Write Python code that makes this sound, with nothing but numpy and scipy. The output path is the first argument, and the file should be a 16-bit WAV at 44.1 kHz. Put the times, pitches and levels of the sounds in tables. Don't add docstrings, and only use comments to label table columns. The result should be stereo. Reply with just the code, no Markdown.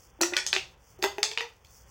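import sys
import numpy as np
from scipy import signal
from scipy.fft import rfft, irfft, next_fast_len
from scipy.io import wavfile
from scipy.ndimage import map_coordinates

SR = 44100
rng = np.random.default_rng(int(sys.argv[2]) if len(sys.argv) > 2 else 0)


def wav_record(signal):
    frames = np.transpose(np.atleast_2d(signal))
    bounded = np.clip(frames, -1, 1)
    quanta = np.round(bounded * 32767).astype(np.int16)
    wavfile.write(sys.argv[1], SR, quanta)


def how_loud(loudness_db):
    steps = np.asarray(loudness_db, float) / 20
    return 10 ** steps


N = 83790

# start_s, peak_db, centre_hz, spread_octaves, fizz_db (against the peak)
RIDGE_SNAPS = [(0.2081, -22, 1200, 0.59, -23.5), (.213, -21.5, 5000, 1.7, -16.5),
               (0.2131, -4.5, 7600, 0.84, -10.5), (0.2324, -13.5, 2500, 0.87, -19.5),
               (.323, -38, 1200, 0.42, -25), (0.3356, -17.5, 2600, 0.84, -26.5),
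               (0.3384, -19.5, 2470, .6, -33.5), (.3665, -2.5, 4040, 0.58, -34),
               (0.4646, -10, 5395, 0.62, -31), (0.4647, -14, 6300, .5, -30.5),
               (0.5292, -4, 3670, 0.47, -30.5), (0.5636, -8.5, 2995, 0.43, -39),
               (0.9893, -47, 6800, .5, -5), (1.021, -33, 5000, .3, -29.5), (1.0254, -11, 4200, 0.87, -14.5),
               (1.0394, -7, 2150, 1.46, -14.5), (1.1826, -23, 2530, 0.98, -15.5),
               (1.2299, -3, 4170, 0.59, -25.5), (1.3143, -19.5, 3700, 0.8, -25),
               (1.3751, -11.5, 2970, 0.39, -39), (1.403, -28.5, 2700, 0.16, -31),
               (1.407, -15.5, 2270, 0.77, -24.5), (1.6483, -41, 4300, 0.65, -11.5)]
# mode_hz, level_db, t60_s
WALL_MODES = [(605, 1, .016), (950, -1, 0.03), (1427, 4, 0.0058), (1972, 0.5, 0.014), (2600, 7.5, 0.0061),
              (3121, -9, 0.015), (3502, 4, 0.0064), (4200, 4, 0.0043), (4710, 6, 0.0041), (5400, -1, 0.01),
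              (6188, 7.5, 0.0058), (6910, -3, 0.009), (7410, -1, 0.0067)]
# start_s, fundamental_db, second_overtone_db, upper_overtones_db
COLUMN_PUSHES = [(0.19, -42.5, -78, -73), (0.2083, -26.5, -32.5, -49), (0.2133, -18.5, -43, -37),
                 (.2325, -29.5, -37, -35.5), (.323, -29, -48, -43), (0.3337, -61, -55, -46),
                 (0.3662, -35.5, -69, -30.5), (0.5289, -36.5, -57, -40.5), (.5629, -31.5, -40, -51),
                 (0.9897, -41.5, -56, -84.5), (1.0255, -27.5, -30.5, -38.5), (1.0396, -20, -32.5, -34.5),
                 (1.1822, -27.5, -37.5, -48), (1.2302, -33, -37.5, -39.5), (1.3141, -43.5, -51.5, -48),
                 (1.3756, -41, -35, -60), (1.407, -36, -44, -39.5)]
# time_s, pitch_hz
COLUMN_PITCH = [(.19, 314.6), (.25, 353.8), (.33, 348.7), (.38, 364.3), (.55, 379.5), (1.0, 375),
                (1.06, 396), (1.19, 398.7), (1.32, 441), (1.42, 469.3), (1.5, 462)]
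# multiple (of the pitch), level_db (in its group), t60_s
COLUMN_OVERTONES = [
    (1, 3.5, 0.19),
    (1.6, -4.5, 0.043),
    (2.04, 0, 0.16),
    (3.07, -18.5, 0.048),
    (4.08, 3, .12),
    (5.15, 0, 0.15),
]
# delay_s, left_db, right_db
WALL_SLAPS = [
    (.0013, 0, -4),
    (.009, -6, -9.5),
    (0.0162, -33.5, -36),
    (.021, -8, -11.5),
]
# frequency_hz, t60_s
ROOM_DECAY = [(300, 0.32), (1400, 0.26), (3700, 0.28), (10000, 0.24)]
# frequency_hz, level_db
ROOM_COLOUR = [(200, -6), (400, -9), (650, -1), (1200, 0.5), (2500, -3.5), (5000, -1.5), (12000, 1.5)]
# frequency_hz, likeness (0 to 1)
ROOM_LIKENESS = [(300, 0.91), (700, 0.72), (1500, 0.078), (4000, 0.029)]
# time_s, level_db
SLEEVE_STROKES = [
    [(0.0, -69), (0.054, -69), (0.112, -78), (0.116, -81), (0.19, -85)],
    [(0.72, -76), (0.756, -86.5), (0.9, -68.5), (0.972, -77.5), (0.982, -90), (0.985, -74)],
    [(1.56, -78.5), (1.638, -83), (1.644, -76), (1.778, -64), (1.858, -77.5), (1.9, -66.5)],
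]
# frequency_hz, density_db (per Hz)
CLOTH_SPECTRUM = [(1470, -44), (2500, -32), (3260, -29.5), (4140, -30), (4440, -13.5), (5920, -4),
                  (8400, -15), (13000, -21), (16000, -9)]
# frequency_hz, density_db (per Hz)
HUM_SPECTRUM = [(15, -34), (25, -0.5), (133, -8), (270, -22), (533, -13), (629, -21.5), (823, -16.5),
                (1320, -21), (3500, -31), (4550, -111), (7700, -120)]
# frequency_hz, level_db
HUM_AT_LEFT = [(60, -15.5), (300, -18), (1650, -26), (3000, -1.5)]
# frequency_hz, likeness (0 to 1)
HUM_LIKENESS = [(60, 0.98), (200, 1), (600, 0.18), (1700, 0.14)]
# time_s, level_db
HUM_LEVEL = [(0, 1), (0.299, 1), (.55, 4), (0.801, 2), (1.1, 2.5), (1.35, 1.5), (1.6, -1.5), (1.9, 4.5)]


def unit_rms(x):
    return x / np.sqrt(np.mean(x ** 2) + 1e-20)


def along(points, hz):
    point_hz, value = np.transpose(points)
    return np.interp(np.log(hz + 1), np.log(point_hz + 1), value)


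def over_time(points):
    return np.interp(np.arange(N) / SR, *np.transpose(points))


def wobble(rate_hz):
    knots = rng.standard_normal(int(N * rate_hz / SR) + 4)
    return map_coordinates(knots, [np.arange(N) * rate_hz / SR])


def filtered(x, response):
    size = next_fast_len(x.shape[-1] + 4096)
    spectrum = rfft(x, size) * response(np.fft.rfftfreq(size, 1 / SR))
    return irfft(spectrum, size)[..., :x.shape[-1]]


def stereo_noise(likeness, size):
    def shares(hz):
        angle = np.arccos(np.clip(along(likeness, hz), -1, 1)) / 2
        return np.array([np.cos(angle), np.sin(angle)])

    mid, side = filtered(rng.standard_normal((2, size)), shares)
    return np.array([mid + side, mid - side])


def damped_modes(cycles, level_db, t60_s, rise_s, t):
    decay = how_loud(level_db[:, None] - 60 * t / t60_s[:, None])
    onset = 1 - np.exp(-t / rise_s)
    return (decay * np.sin(2 * np.pi * cycles)).sum(0) * onset


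def ridge_snap(peak_db, centre_hz, spread_octaves, fizz_db):
    t = np.arange(SR // 20) / SR
    mode_hz, level_db, t60_s = np.transpose(WALL_MODES)
    detune, scatter, phase = rng.standard_normal((3, len(mode_hz)))
    cycles = np.outer(mode_hz * (1 + 0.025 * detune), t) + 0.1 * phase[:, None]
    skirt_db = 8.5
    octaves = np.log2(mode_hz / centre_hz)
    near_db = -skirt_db * np.log2(1 + (octaves / spread_octaves) ** 2)
    wall = damped_modes(cycles, level_db + near_db + 1.5 * scatter, t60_s, rise_s=0.0002, t=t)

    fizz_hz, fizz_t60_s = 8800, 0.0076
    fizz = filtered(rng.standard_normal(len(t)), lambda hz: 1 / (1 + (fizz_hz / (hz + 1)) ** 6))
    fizz = fizz * how_loud(fizz_db - 60 * t / fizz_t60_s)
    return how_loud(peak_db) * (wall / np.abs(wall).max() + fizz)


def air_column(start_s, low_db, second_db, upper_db):
    t = np.arange(SR // 2) / SR
    multiple, level_db, t60_s = np.transpose(COLUMN_OVERTONES)
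    pitch_hz = np.interp(start_s + t, *np.transpose(COLUMN_PITCH))
    cycles = np.outer(multiple, np.cumsum(pitch_hz) / SR)
    drive_db = level_db + np.array([low_db, low_db, second_db, upper_db, upper_db, upper_db])
    return damped_modes(cycles, drive_db, t60_s, rise_s=0.00035, t=t)


def tube():
    out = np.zeros((2, N + SR))
    for start_s, peak_db, centre_hz, spread, fizz_db in RIDGE_SNAPS:
        direct = ridge_snap(peak_db, centre_hz, spread, fizz_db)
        around = ridge_snap(peak_db, centre_hz, spread * 1.38, fizz_db)
        add_in_room(out, start_s, direct, around)
    for push in COLUMN_PUSHES:
        tone = air_column(*push)
        add_in_room(out, push[0], tone, how_loud(-4) * tone)

    def radiation(hz):
        u = 1j * hz / 291.6
        return (u ** 2 / (1 + 1.366 * u + u ** 2)) ** 2

    return filtered(out[:, :N], radiation)


def add_in_room(out, start_s, direct, around):
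    for side, lag_s, level_db in [(0, 3 / SR, 0.5), (1, 0, -0.5)]:
        out[side, round((start_s + lag_s) * SR):][:len(direct)] += how_loud(level_db) * direct
    wet = signal.fftconvolve(around[None], bedroom(), axes=1)
    out[:, round(start_s * SR):][:, :wet.shape[1]] += wet


def bedroom():
    size, fill_s = SR // 2, 0.0074
    hz, t, bands = signal.stft(stereo_noise(ROOM_LIKENESS, size), SR, nperseg=256)
    decay = how_loud(-60 * t / along(ROOM_DECAY, hz)[:, None])
    answer = signal.istft(bands * decay, SR, nperseg=256)[1][:, :size]
    answer = answer * np.clip(np.arange(size) / SR / fill_s, 0, 1) ** 2
    answer = answer / np.linalg.norm(answer[0])
    for delay_s, *sides_db in WALL_SLAPS:
        arrival_s = delay_s + rng.normal(0, 0.0002, size=2)
        answer[[0, 1], np.round(arrival_s * SR).astype(int)] += how_loud(np.array(sides_db))
    return filtered(answer, lambda hz: how_loud(along(ROOM_COLOUR, hz)))


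def sleeve():
    coarse_db = 1.8 * np.array([wobble(60), wobble(90)])
    fine_db = 3 * np.array([wobble(480), wobble(490)])
    grains = rng.standard_normal((2, N)) * how_loud(coarse_db + fine_db)
    hiss = filtered(grains, lambda hz: how_loud(along(CLOTH_SPECTRUM, hz)))
    return unit_rms(hiss) * how_loud(over_time(np.vstack(SLEEVE_STROKES)) + 14)


def hum():
    fan_hz, fan_width_hz, fan_db = 59.4, 8.2, 6.5

    def response(hz):
        fan = fan_db * np.exp(-((hz - fan_hz) / fan_width_hz) ** 2)
        sides_db = np.array([along(HUM_AT_LEFT, hz), 0 * hz])
        return how_loud(along(HUM_SPECTRUM, hz) + fan + sides_db)

    air = filtered(stereo_noise(HUM_LIKENESS, N), response)
    level_db = -55.5 + over_time(HUM_LEVEL) + 1.2 * wobble(6)
    return air / np.std(air[1]) * how_loud(level_db)


def scene():
    return tube() + sleeve() + hum()


def roll_off(x):
    return signal.sosfilt(signal.butter(12, 17140, fs=SR, output="sos"), x)


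def record(dry):
    top_hz, bass_hz = 16000, 35
    mix = filtered(dry, lambda hz: (hz < top_hz) / (1 + (bass_hz / (hz + 1)) ** 4))
    return roll_off(mix)


dry = scene()
out = record(dry)
wav_record(out)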